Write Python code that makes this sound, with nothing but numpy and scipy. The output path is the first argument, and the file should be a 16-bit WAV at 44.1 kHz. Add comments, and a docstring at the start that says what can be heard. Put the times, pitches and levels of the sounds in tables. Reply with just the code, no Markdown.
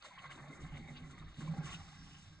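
"""In the open, elephants drink; one pours water from its trunk down its throat. Two microphone ports.
The gulps swell a hollow throat tone near 155 Hz; glugs, drips and ticks are short dying tones.
Air and water rush as flickering noise and ringing drops through the trunk; spills are spray and bubbles.
Wet breath whistles in tube resonances, a moan and squeaks are sines, wind rumbles on the ports.
Distance is a matter of level alone: no echo, no travel time."""
import sys
import numpy as np
from scipy import signal
from scipy.fft import rfft, irfft
from scipy.io import wavfile

SR = 44100
rng = np.random.default_rng(int(sys.argv[2]) if len(sys.argv) > 2 else 0)


def gain_from_db(level_db):
    """Convert decibel levels to linear amplitude factors (20 dB per decade)."""
    decades = np.asarray(level_db, float) / 20
    return 10 ** decades


def to_wav(s):
    """Save 16-bit WAV."""
    ch = np.atleast_2d(s).T  # columns
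    pcm = np.round(np.clip(ch, -1, 1) * 32767)  # PCM
    wavfile.write(sys.argv[1], SR, pcm.astype(np.int16))


N = 105840   # samples, 2.4 s

# wind rumble on the ports: t/s, level/dB
WIND_LEVEL = [(0.0, -70), (0.15, -75), (0.17, -69), (0.59, -62), (0.62, -52.5), (0.99, -61.5), (1.03, -51),
              (1.08, -61), (1.29, -53.5), (1.32, -62), (1.85, -54), (1.9, -66.5), (2.05, -55.5),
              (2.21, -67), (2.27, -57.5), (2.4, -68)]
# wind spectrum: f/Hz, relative level per Hz/dB
WIND_COLOUR = [(8.8, -62.5), (15, -10.5), (38, -7.5), (103, -10.5), (130, -20), (170, -20.5), (290, -120)]
# rush of water and air, middle band: t/s, level before trim/dB
RUSH_LEVEL = [(0.0, -73.5), (0.05, -52.5), (0.08, -63.5), (0.17, -61.5), (0.18, -58), (0.21, -60.5),
              (0.25, -51), (0.29, -63.5), (0.31, -49), (0.34, -57), (0.63, -58.5), (0.65, -53), (0.69, -61),
              (0.78, -57), (0.81, -67), (0.89, -60.5), (0.93, -63), (1.2, -62), (1.38, -65), (1.42, -59),
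              (1.45, -62), (1.55, -58.5), (1.63, -59), (1.67, -51.5), (1.74, -52.5), (1.79, -58),
              (2.05, -62.5), (2.4, -66.5)]
# rush, the two bands above: t/s, treble level before trim/dB, top level/dB
HISS_LEVEL = [(0.0, -79.5, -77.5), (0.02, -70, -81.5), (0.05, -58, -59.5), (0.1, -69, -75.5),
              (0.21, -69.5, -75), (0.24, -69.5, -78), (0.26, -64.5, -69.5), (0.29, -71.5, -77),
              (0.31, -65, -65.5), (0.45, -74.5, -74), (0.48, -70.5, -82), (0.57, -75, -65.5),
              (0.59, -79, -77.5), (0.62, -68.5, -65.5), (0.71, -75, -77.5), (0.78, -67.5, -70),
              (0.82, -72, -75.5), (0.96, -70.5, -69), (0.97, -55.5, -76.5), (1.0, -71.5, -72),
              (1.1, -71.5, -75.5), (1.33, -71.5, -77.5), (1.42, -61.5, -63), (1.5, -68, -79.5),
              (1.58, -71.5, -70.5), (1.61, -71.5, -76.5), (1.66, -63, -55), (1.7, -58, -61.5),
              (1.74, -61.5, -54), (1.78, -67.5, -69.5), (2.27, -70, -71.5), (2.4, -75, -78.5)]
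# spectra of the three bands of the rush: f/Hz, relative level per Hz/dB
RUSH_MIDDLE = [(350, -28), (600, -8.5), (707, -2.5), (786, 0), (926, -6), (1090, 4.5), (1190, 3),
               (1620, -1.5), (1780, -1.5), (2060, 1.5), (2470, -14.5), (2700, -30.5), (3510, -54),
               (5940, -120)]
RUSH_TREBLE = [(1470, -36.5), (2500, -8), (3200, -7), (3750, -2), (3850, -7), (4320, -9), (4710, -10.5),
               (4900, -24), (6370, -25.5), (10800, -120)]
RUSH_TOP = [(3120, -38), (5300, -2), (5590, -6), (6260, 1), (7160, -1), (8420, -5), (8870, -5.5),
            (9300, 7.5), (12100, -58), (20500, -120)]
# trunk resonances that lift the middle of the rush: f/Hz, width/Hz, lift/dB
TRUNK = [(802, 43, 2), (1110, 130, 1), (2360, 460, 4)]
# drops against the rush: t/s, relative level/dB
WETNESS = [(0, 1), (.4, -2.5), (1.0, 0.5), (1.4, 1), (1.75, -1.5), (1.9, -3.5), (2.4, -13)]
# breath whistling in the trunk: t/s, then level/dB of each of the four tube resonances, before its share
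WHISTLE_LEVEL = [(0.0, -85, -105, -69, -88), (0.05, -79, -62, -73, -55.5), (0.09, -70, -70, -66, -66),
                 (0.17, -59.5, -74, -75, -59.5), (0.3, -86, -55, -56, -64.5), (0.41, -63, -71, -73, -69),
                 (0.56, -72, -77, -72.5, -65.5), (0.9, -61.5, -81, -80, -57.5), (0.93, -68, -76, -72, -69),
                 (1.2, -87, -71, -75, -69), (1.37, -80, -72, -69, -86), (1.42, -59, -67, -63, -64),
                 (1.44, -66.5, -72, -71, -68), (1.59, -57, -58, -60, -72), (1.68, -69.5, -65, -59, -59),
                 (1.7, -63, -70, -81, -75), (1.79, -64, -70, -66, -74), (2.4, -82, -88, -69.5, -81)]
# tube resonances of the breath: f/Hz, overall width/Hz (about), share/dB
TUBE = [(802, 52, -3.5), (1124, 110, -5.5), (1600, 57, -6.5), (2080, 200, -3)]
# broad upper resonance of the breath: t/s, level before its share/dB
UPPER_TUBE_LEVEL = [(0, -87), (0.049, -72), (.1, -80), (.17, -86), (.19, -58), (.21, -79), (.3, -77),
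                    (.315, -64), (.34, -71), (.45, -106), (.62, -77), (.77, -66), (.85, -89), (.97, -68),
                    (1.06, -94), (1.39, -83), (1.42, -68), (1.6, -89), (1.66, -62.5), (1.7, -67),
                    (1.75, -55.5), (1.79, -77), (1.95, -83), (2.15, -69.5), (2.4, -93)]
# turbulence humming in the throat: t/s, level before its share/dB
THROAT_HUM = [(0, -85), (.22, -70.5), (.4, -67.5), (.75, -59.5), (1.0, -66), (1.25, -62.5), (1.36, -71),
              (1.40, -55.5), (1.6, -49.5), (1.7, -54.5), (1.86, -68), (2.1, -64), (2.4, -69)]
# turbulence elsewhere: t/s, mouth, broad upper body, lowest trunk resonance (levels before share/dB)
HUM_LEVEL = [(0.0, -92, -84, -93), (0.06, -76, -77, -57.5), (0.16, -78, -78, -92),
             (0.23, -79.5, -80, -70.5), (0.39, -62.5, -59, -68.5), (0.47, -67.5, -85, -66.5),
             (0.51, -59, -57, -62), (0.57, -67, -60.5, -67), (0.62, -74, -58.5, -68),
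             (0.68, -65.5, -71.5, -75), (0.78, -58, -66, -65), (0.81, -51.5, -71, -78),
             (0.84, -75, -64, -72), (0.89, -63, -64, -67), (1.12, -63, -63.5, -75.5),
             (1.18, -64.5, -67.5, -78.5), (1.36, -68.5, -70, -82), (1.39, -61.5, -83, -73),
             (1.42, -50.5, -66, -68), (1.46, -63, -72, -62.5), (1.51, -65, -77, -67), (1.57, -59, -56, -63),
             (1.91, -73, -80, -84), (2.04, -64.5, -83, -94), (2.24, -75.5, -83, -84.5),
             (2.4, -96, -74, -80)]
# throat and the three cavities above: f/Hz, overall width/Hz (about), share/dB
CAVITIES = [(156, 40, 2), (247.2, 74, -1.5), (323, 94, -4), (565, 102, -1.5)]
# narrow hiss: t/s, level before its share/dB
AIRY_LEVEL = [(0.0, -108), (0.03, -90), (0.12, -99), (1.37, -79.5), (1.38, -77), (1.59, -73), (1.71, -64.5),
              (1.94, -71), (1.99, -66), (2.4, -75)]
# sharp ticks of drops landing: t/s, starting level/dB, f/Hz
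TICKS = [(0.0238, -45, 4650), (0.0438, -42, 1120), (0.1805, -42, 1140), (0.2399, -55, 1920),
         (0.3047, -47, 2160), (0.4758, -50, 1090), (0.5287, -57, 2020), (0.7264, -55, 2090),
         (0.9692, -57.5, 2180), (1.476, -52, 1030)]
# splashes of spilled water: t/s, level before trims/dB, bubble f/Hz, spray's time to fall 25 dB/s,
# spray's treble over its middle/dB
SPLASHES = [(0.025, -45, 4330, 0.006, 7), (0.045, -46.5, 1056, 0.013, -9), (0.109, -56, 1020, 0.02, -23),
            (0.177, -49, 1020, 0.065, -36), (0.218, -50, 1080, 0.074, -3.5),
            (0.241, -40.5, 2080, 0.038, -17), (0.255, -39, 1020, 0.013, -25),
            (0.304, -45.5, 1570, 0.023, -15), (0.315, -55, 1520, 0.079, -33),
            (0.376, -44.5, 940, 0.071, -15), (0.441, -47, 780, 0.05, -15), (0.476, -47, 604, 0.027, -5),
            (0.644, -62, 2024, 0.043, -14), (0.724, -48.5, 802, 0.1, -20), (0.772, -41, 2070, 0.017, 1.5),
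            (0.878, -44, 2090, 0.013, -24), (0.903, -49.5, 788, 0.024, -22), (0.97, -55, 2280, 0.013, -17),
            (1.107, -61, 1580, 0.04, 15.5), (1.18, -44.5, 2020, 0.046, -4), (1.225, -49, 1209, 0.01, -34),
            (1.281, -49.5, 2120, 0.11, -11), (1.407, -41.5, 1473, 0.14, -31),
            (1.477, -45, 1011, 0.013, -20), (1.508, -57, 780, 0.06, 4), (1.538, -41.5, 780, 0.061, -26),
            (1.574, -47.5, 804, 0.032, 5), (1.662, -48, 1150, 0.025, -15.5),
            (1.716, -54, 1110, 0.027, -19.5)]
# small drips ringing clear of the rush: t/s, peak level/dB, f/Hz, ring time/s
DRIPS = [(.11, -55, 1017, 0.014), (.128, -62, 2160, 0.012), (.18, -53.5, 1080, 0.011),
         (.182, -61, 1940, .012), (.2, -55.5, 2174, 0.01), (.256, -66.5, 1080, 0.021),
         (.312, -53, 2250, 0.01), (.53, -49, 2058, 0.0094), (.772, -57, 2080, .007),
         (.97, -59, 2210, 0.0053), (1.411, -62, 1516, 0.014), (1.42, -56.5, 1089, 0.0092),
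         (1.476, -55.5, 1037, 0.011), (1.541, -59, 791.6, .014), (1.586, -57, 770, 0.0089),
         (1.61, -53, 797, 0.0093), (1.642, -58.5, 2005, 0.022), (1.662, -52.5, 1126, 0.013),
         (1.695, -57.5, 2110, 0.01585), (1.715, -50.5, 1113, 0.011), (1.735, -58, 1407, 0.024),
         (1.73, -59, 3090, 0.0094), (1.815, -60, 2150, 0.0092), (1.96, -62.5, 1567, 0.023),
         (2.02, -62, 1600, 0.015), (2.07, -62.5, 1077, 0.012)]
# gulps in the throat cavity: t/s, peak level/dB, f/Hz, ring time/s
GULPS = [(0.161, -66, 153.5, 0.026), (0.253, -55, 144.9, 0.065), (0.407, -51.5, 143.7, 0.044),
         (0.485, -50, 144, 0.028), (0.634, -45.5, 161.4, 0.029), (0.725, -44, 149.9, 0.035),
         (0.758, -62, 141.6, 0.05), (0.811, -51, 156, 0.035), (0.85, -53.5, 153, 0.027),
         (0.909, -50.5, 150.5, 0.04), (1.017, -49, 162.5, 0.033), (1.057, -55, 150, 0.039),
         (1.108, -60, 136.8, 0.042), (1.187, -51.5, 145.3, 0.031), (1.388, -40.5, 156, 0.0093),
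         (1.426, -39.5, 154.1, 0.034), (1.483, -35, 156, 0.03), (1.52, -40, 156, 0.0084),
         (1.556, -51, 153.8, 0.022), (1.586, -35.5, 159.7, 0.018), (1.644, -39, 146.1, 0.018),
         (1.746, -47, 162.8, 0.029), (1.796, -47, 158.2, 0.019), (1.868, -55.5, 154.8, 0.053),
         (1.92, -57.5, 150, 0.049), (1.988, -59, 150.6, 0.022), (2.099, -56.5, 148.3, 0.062),
         (2.275, -68.5, 146.6, 0.085)]
# squeaks sliding down: t/s, peak level/dB, from f/Hz, to f/Hz, length/s
SQUEAKS = [(0.185, -57, 3420, 2500, 0.0123), (0.317, -53, 3380, 2600, 0.0096)]
# knocks of the smaller mouth cavity: t/s, peak level/dB, f/Hz, ring time/s
GLUGS = [(0.368, -62.5, 335, 0.029), (0.497, -51, 273, 0.019), (0.58, -63, 281.2, 0.12),
         (0.635, -61.5, 220, 0.025), (0.798, -56.5, 251, 0.029), (1.242, -63.5, 257.8, 0.014),
         (1.392, -44.5, 235, 0.013), (1.41, -48, 215.7, 0.0065), (1.471, -58.5, 320, 0.012),
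         (1.566, -53, 251, 0.024), (1.653, -56.5, 325.3, 0.017), (2.019, -58.5, 261, 0.012),
         (2.307, -68.5, 305, 0.05)]
# faint held tone of the narrow mouth: t/s, f/Hz, level/dB
MOAN = [(.84, 241.5, -90.5), (.89, 239.4, -59.5), (.97, 244.6, -60.5), (1.03, 249.5, -62.5),
        (1.10, 254.5, -58.5), (1.16, 254, -64.5), (1.21, 247, -97)]
# lead of the left port: f/Hz, phase/rad
PORT_PHASE = [(0, 0), (1700, 0), (2070, .3), (2330, .5), (2700, 2.5), (3100, 3.0), (3450, 3.5), (3800, 5.4),
              (4150, 6.1), (4500, 6.35), (4850, 6.5), (5200, 8.4), (5500, 9.1), (5850, 8.6), (6200, 7.3),
              (6900, 6.9), (7600, 6.28), (8300, 5.7), (8950, 4.6), (9300, 3.6)]
# left port over right: f/Hz, level/dB
PORT_BALANCE = [(30, -.5), (70, -1), (155, -3), (260, -.3), (1700, 0), (2100, -1), (2800, 0), (3750, 2.5),
                (4100, 0), (4800, -.5), (5200, -3), (6200, -6), (7000, -.5), (7400, 0)]
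# likeness of the ports: f/Hz, share common to both
LIKENESS = [(30, .96), (150, .97), (300, .82), (700, .72), (1700, .82), (2400, .75), (2750, .65),
            (3200, .75), (3600, .6), (4100, .97), (4500, .995), (4850, .95), (5100, .85), (5500, .94),
            (6200, .7), (7500, .97), (8000, .99), (8500, .8), (9300, .7)]

DROPS_PER_S, DROPS_DB, DROP_SPREAD_DB = 500, -2, 3.6   # usual rate; drops before wetness; mean excess
DROP_Q = 57.52   # f over width of a drop's ring
RASP_DB, RASP_HZ = 3, 45   # flutter of the wet breath: spread, corner of its drift
AIRY_HZ, AIRY_WIDTH_HZ, AIRY_SHARE_DB = 5320, 650, -1.5
UPPER_HZ, UPPER_WIDTH_HZ, UPPER_SHARE_DB = 2864, 400, 4
TICK_WIDTH_HZ = 1900
SPRAY_DB, SPRAY_RISE_S = -22, 0.005
BUBBLE_DB, BUBBLE_CYCLES = 0.5, 9.7   # cycles in which a bubble falls 27.5 dB
LEAD_S, BEND = .004, .015   # swells start this early; bend of the pitch
CUTOFF_HZ = 9900   # 40 dB down from here up


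def rms_one(x):
    """Scale to rms 1."""
    return x / np.sqrt(np.mean(x ** 2) + 1e-20)


def in_time(rows):
    """Columns of a curve, one value per sample."""
    s, *columns = np.transpose(rows)
    return [np.interp(np.arange(N) / SR, s, c) for c in columns]


def at_hz(points, hz):
    """Read a table on a log-frequency axis."""
    p = np.array(points)
    return np.interp(np.log(np.maximum(hz, 1)), np.log(np.maximum(p[:, 0], 1)), p[:, 1])


def drift(rate):
    """Slow chance, spread 1: noise at SR / 40 through two low-pass poles at rate/Hz."""
    r = np.exp(-80 * np.pi * rate / SR)
    noise = rng.standard_normal(N // 40 + 2002)
    slow = signal.lfilter([1], [1, -2 * r, r * r], noise)[2000:]
    return np.interp(np.arange(N) / 40, np.arange(len(slow)), rms_one(slow - slow.mean()))


def resonance(x, hz, width_hz):
    """Two-pole peak, gain 1 on top."""
    r = np.exp(-np.pi * width_hz / SR)
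    poles = [1, -2 * r * np.cos(2 * np.pi * hz / SR), r * r]
    return signal.lfilter([(1 - r * r) / 2, 0, (r * r - 1) / 2], poles, x + 1e-18)


def coloured(x, spectrum):
    """Give x a spectrum; rms 1."""
    hz = np.arange(N // 2 + 1) * SR / N
    return rms_one(irfft(rfft(x) * gain_from_db(at_hz(spectrum, hz)), N))


def flickering(spectrum, count, patchy_db, rate):
    """Noise in overlapping log-spaced bands that each flicker, partly together; common and diffuse rows."""
    hz = np.arange(N // 2 + 1) * SR / N
    noise = rfft(rng.standard_normal((2, N))) * gain_from_db(at_hz(spectrum, hz))
    low, high = spectrum[0][0], spectrum[-1][0]
    place = np.log(np.maximum(hz, 1) / low) / np.log(high / low) * (count - 1)
    together = drift(rate * 0.59)
    out = np.zeros((2, N))
    for k in range(count):
        band = irfft(noise * np.clip(1 - abs(place - k), 0, 1), N)
        out += band * gain_from_db(patchy_db * (3.5 * together + drift(rate)))
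    return rms_one(out)


def swell_shape(t, ring):
    """Cavity envelope: rises to 1 at half the ring time, then dies."""
    u = t / (max(ring, .005) / 2)
    return u * np.exp(1 - u)


def ringing_tones(rows):
    """Each event swells and dies as one tone whose pitch bends slightly up or down."""
    out, t = np.zeros(N + SR), np.arange(SR // 2) / SR
    chances = rng.uniform(-0.77, 1, (len(rows), 2))
    for (s, db, hz, ring), (turn, bend) in zip(rows, chances):
        i = max(int((s - LEAD_S) * SR), 0)
        bent_time = t + BEND * bend * t * t / ring
        tone = np.sin(2 * np.pi * hz * bent_time + np.pi * turn)
        out[i:i + len(t)] += gain_from_db(db) * swell_shape(t, ring) * tone
    return out[:N]


def wind():
    """Rumble on the microphone ports: low noise in three flickering bands."""
    level_db, = in_time(WIND_LEVEL)
    return gain_from_db(level_db) * flickering(WIND_COLOUR, count=3, patchy_db=.35, rate=10)


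def drops():
    """Small drops at random times, each ringing at one of 24 pitches, the high ones weaker."""
    excess_db = DROP_SPREAD_DB * np.minimum(rng.exponential(1, N), 3)
    sizes = gain_from_db(excess_db) * rng.choice([-1, 1], N)
    born = rng.random(N) < DROPS_PER_S * gain_from_db(4 * drift(9)) / SR
    dealt = rng.integers(0, 24, N)
    out = np.zeros(N)
    for k, hz in enumerate(np.geomspace(450, 8000, 24)):
        out += resonance(sizes * born * (dealt == k), hz, hz / DROP_Q) * np.sqrt(1000 / hz)
    return out


def rush(spray):
    """Water and air: noise grainy with drops, its middle lifted by trunk resonances; spray swells it."""
    (middle_db,), (treble_db, top_db) = in_time(RUSH_LEVEL), in_time(HISS_LEVEL)
    grains, (wet_db,) = drops(), in_time(WETNESS)
    middle = flickering(RUSH_MIDDLE, count=10, patchy_db=0.06, rate=36)
    treble = flickering(RUSH_TREBLE, count=6, patchy_db=0.04, rate=20)
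    top = flickering(RUSH_TOP, count=8, patchy_db=.7, rate=25)
    middle[0] += gain_from_db(DROPS_DB + wet_db) * coloured(grains, RUSH_MIDDLE)
    treble[0] += gain_from_db(DROPS_DB + wet_db - 0.5) * coloured(grains, RUSH_TREBLE)
    middle = middle + sum((gain_from_db(db) - 1) * resonance(middle, hz, w) for hz, w, db in TRUNK)
    middle_gain = gain_from_db(middle_db - 4.5 + 1.3 * drift(RASP_HZ)) + spray[0]
    treble_gain = gain_from_db(treble_db + 0.5 + 0.94 * drift(RASP_HZ)) + spray[1]
    top_gain = gain_from_db(top_db) + 1.37 * spray[1]
    return middle_gain * rms_one(middle) + treble_gain * treble + top_gain * top


def whistle():
    """Wet breath: fluttering noise twice through each tube resonance; common and diffuse rows."""
    breath = rng.standard_normal((2, N)) * gain_from_db(RASP_DB * drift(RASP_HZ))
    levels = in_time(WHISTLE_LEVEL) + in_time(UPPER_TUBE_LEVEL)
    shapes = TUBE + [(UPPER_HZ, UPPER_WIDTH_HZ, UPPER_SHARE_DB)]
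    out = np.zeros((2, N))
    for db, (hz, w, share_db) in zip(levels, shapes):
        once = resonance(breath, hz, w * 1.6)   # two wider passes narrow to about w
        out += gain_from_db(db + share_db) * rms_one(resonance(once, hz, w * 1.6))
    return out


def hum():
    """Turbulence ringing twice through each cavity, and a narrow hiss; common and diffuse rows."""
    levels = in_time(THROAT_HUM) + in_time(HUM_LEVEL) + in_time(AIRY_LEVEL)
    shapes = CAVITIES + [(AIRY_HZ, AIRY_WIDTH_HZ, AIRY_SHARE_DB)]
    out = np.zeros((2, N))
    for db, (hz, w, share_db) in zip(levels, shapes):
        once = resonance(rng.standard_normal((2, N)), hz, w * 1.5)
        out += gain_from_db(db + share_db) * rms_one(resonance(once, hz, w * 1.5))
    return out


def ticks():
    """Drops landing: each a sine that dies within a few cycles."""
    out, t = np.zeros(N + SR), np.arange(SR // 50) / SR
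    for s, db, hz in TICKS:
        i = int(s * SR)
        out[i:i + len(t)] += gain_from_db(db) * np.exp(-np.pi * TICK_WIDTH_HZ * t) * np.sin(2 * np.pi * hz * t)
    return out[:N]


def splashes():
    """Spilled water: spray envelopes (middle and treble) for the rush, and bubbles rising in pitch."""
    spray, bubbles, t = np.zeros((2, N + SR)), np.zeros(N + SR), np.arange(SR // 2) / SR
    for s, db, hz, decay, bright_db in SPLASHES:
        i = int(s * SR)
        burst = gain_from_db(db + SPRAY_DB - 25 * t / decay) * (1 - np.exp(-t / SPRAY_RISE_S))
        spray[:, i:i + len(t)] += burst * gain_from_db([[0], [bright_db]])
        life = t * hz / BUBBLE_CYCLES
        swell = gain_from_db(db + BUBBLE_DB - 27.5 * life) * (1 - np.exp(-12 * life))
        bubbles[i:i + len(t)] += swell * np.sin(2 * np.pi * hz * t * (1 + 0.05 * life))
    return spray[:, :N], bubbles[:N]


def drips():
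    """Small drips, each a short ringing tone."""
    return ringing_tones(DRIPS)


def throat():
    """The gulps swell one cavity tone whose pitch glides from gulp to gulp."""
    swell, t = np.zeros(N + SR), np.arange(SR // 2) / SR
    for s, db, hz, ring in GULPS:
        i = int((s - LEAD_S) * SR)
        swell[i:i + len(t)] += gain_from_db(db) * swell_shape(t, ring)
    hz, = in_time([(s + ring / 2, hz) for s, db, hz, ring in GULPS])
    cycles = np.cumsum(hz + 3.12 * drift(8.4)) / SR + rng.random()
    return swell[:N] * np.sin(2 * np.pi * cycles)


def squeaks():
    """Short whistles: sines that fall in pitch under a half-sine swell."""
    out = np.zeros(N)
    for s, db, from_hz, to_hz, length in SQUEAKS:
        u = np.arange(int(length * SR)) / (length * SR)
        cycles = length * (from_hz * u + (to_hz - from_hz) * u * u / 2)
        i = int(s * SR)
        out[i:i + len(u)] += gain_from_db(db) * np.sin(np.pi * u) * np.sin(2 * np.pi * cycles)
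    return out


def glugs():
    """Knocks of the smaller mouth cavity, each a short ringing tone."""
    return ringing_tones(GLUGS)


def moan():
    """Held tone of the narrow mouth: one sine, wavering in pitch and level."""
    hz, db = in_time(MOAN)
    cycles = np.cumsum(hz + 0.77 * drift(9.8)) / SR
    return np.sqrt(2) * gain_from_db(db + 0.35 * drift(6.5)) * np.sin(2 * np.pi * cycles)


def ports(common, diffuse):
    """Two microphone ports: phase lead and balance by frequency; the diffuse sound arrives opposed."""
    hz, sides = np.arange(N // 2 + 1) * SR / N, np.array([[1], [-1]])
    p = np.array(PORT_PHASE)
    lead = np.exp(.5j * np.interp(hz, p[:, 0], p[:, 1]) * sides)
    turn = lead * gain_from_db(at_hz(PORT_BALANCE, hz) / 2 * sides)
    alike = np.clip(at_hz(LIKENESS, hz), 0, 1)
    shared = np.sqrt((1 + alike) / 2) * rfft(common)
    opposed = np.sqrt((1 - alike) / 2) * rfft(diffuse) * sides
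    return irfft(turn * (shared + opposed), N)


def scene():
    """Throat, water and wind meet at the ports; the squeaks join alike on both sides."""
    spray, bubbles = splashes()
    around = wind() + rush(spray) + whistle() + hum()
    around[0] += ticks() + bubbles + drips() + throat() + glugs() + moan()
    return ports(*around) + squeaks()


def roll_off(x):
    """The treble ends steeply here."""
    return signal.sosfilt(signal.butter(12, 9450, fs=SR, output="sos"), x)


def record(dry):
    """A steep low-pass takes off the top of the microphone signal."""
    low_pass = signal.cheby2(10, 40, CUTOFF_HZ, fs=SR, output="sos")
    mix = signal.sosfilt(low_pass, dry)
    return roll_off(mix)


dry = scene()
out = record(dry)
to_wav(out)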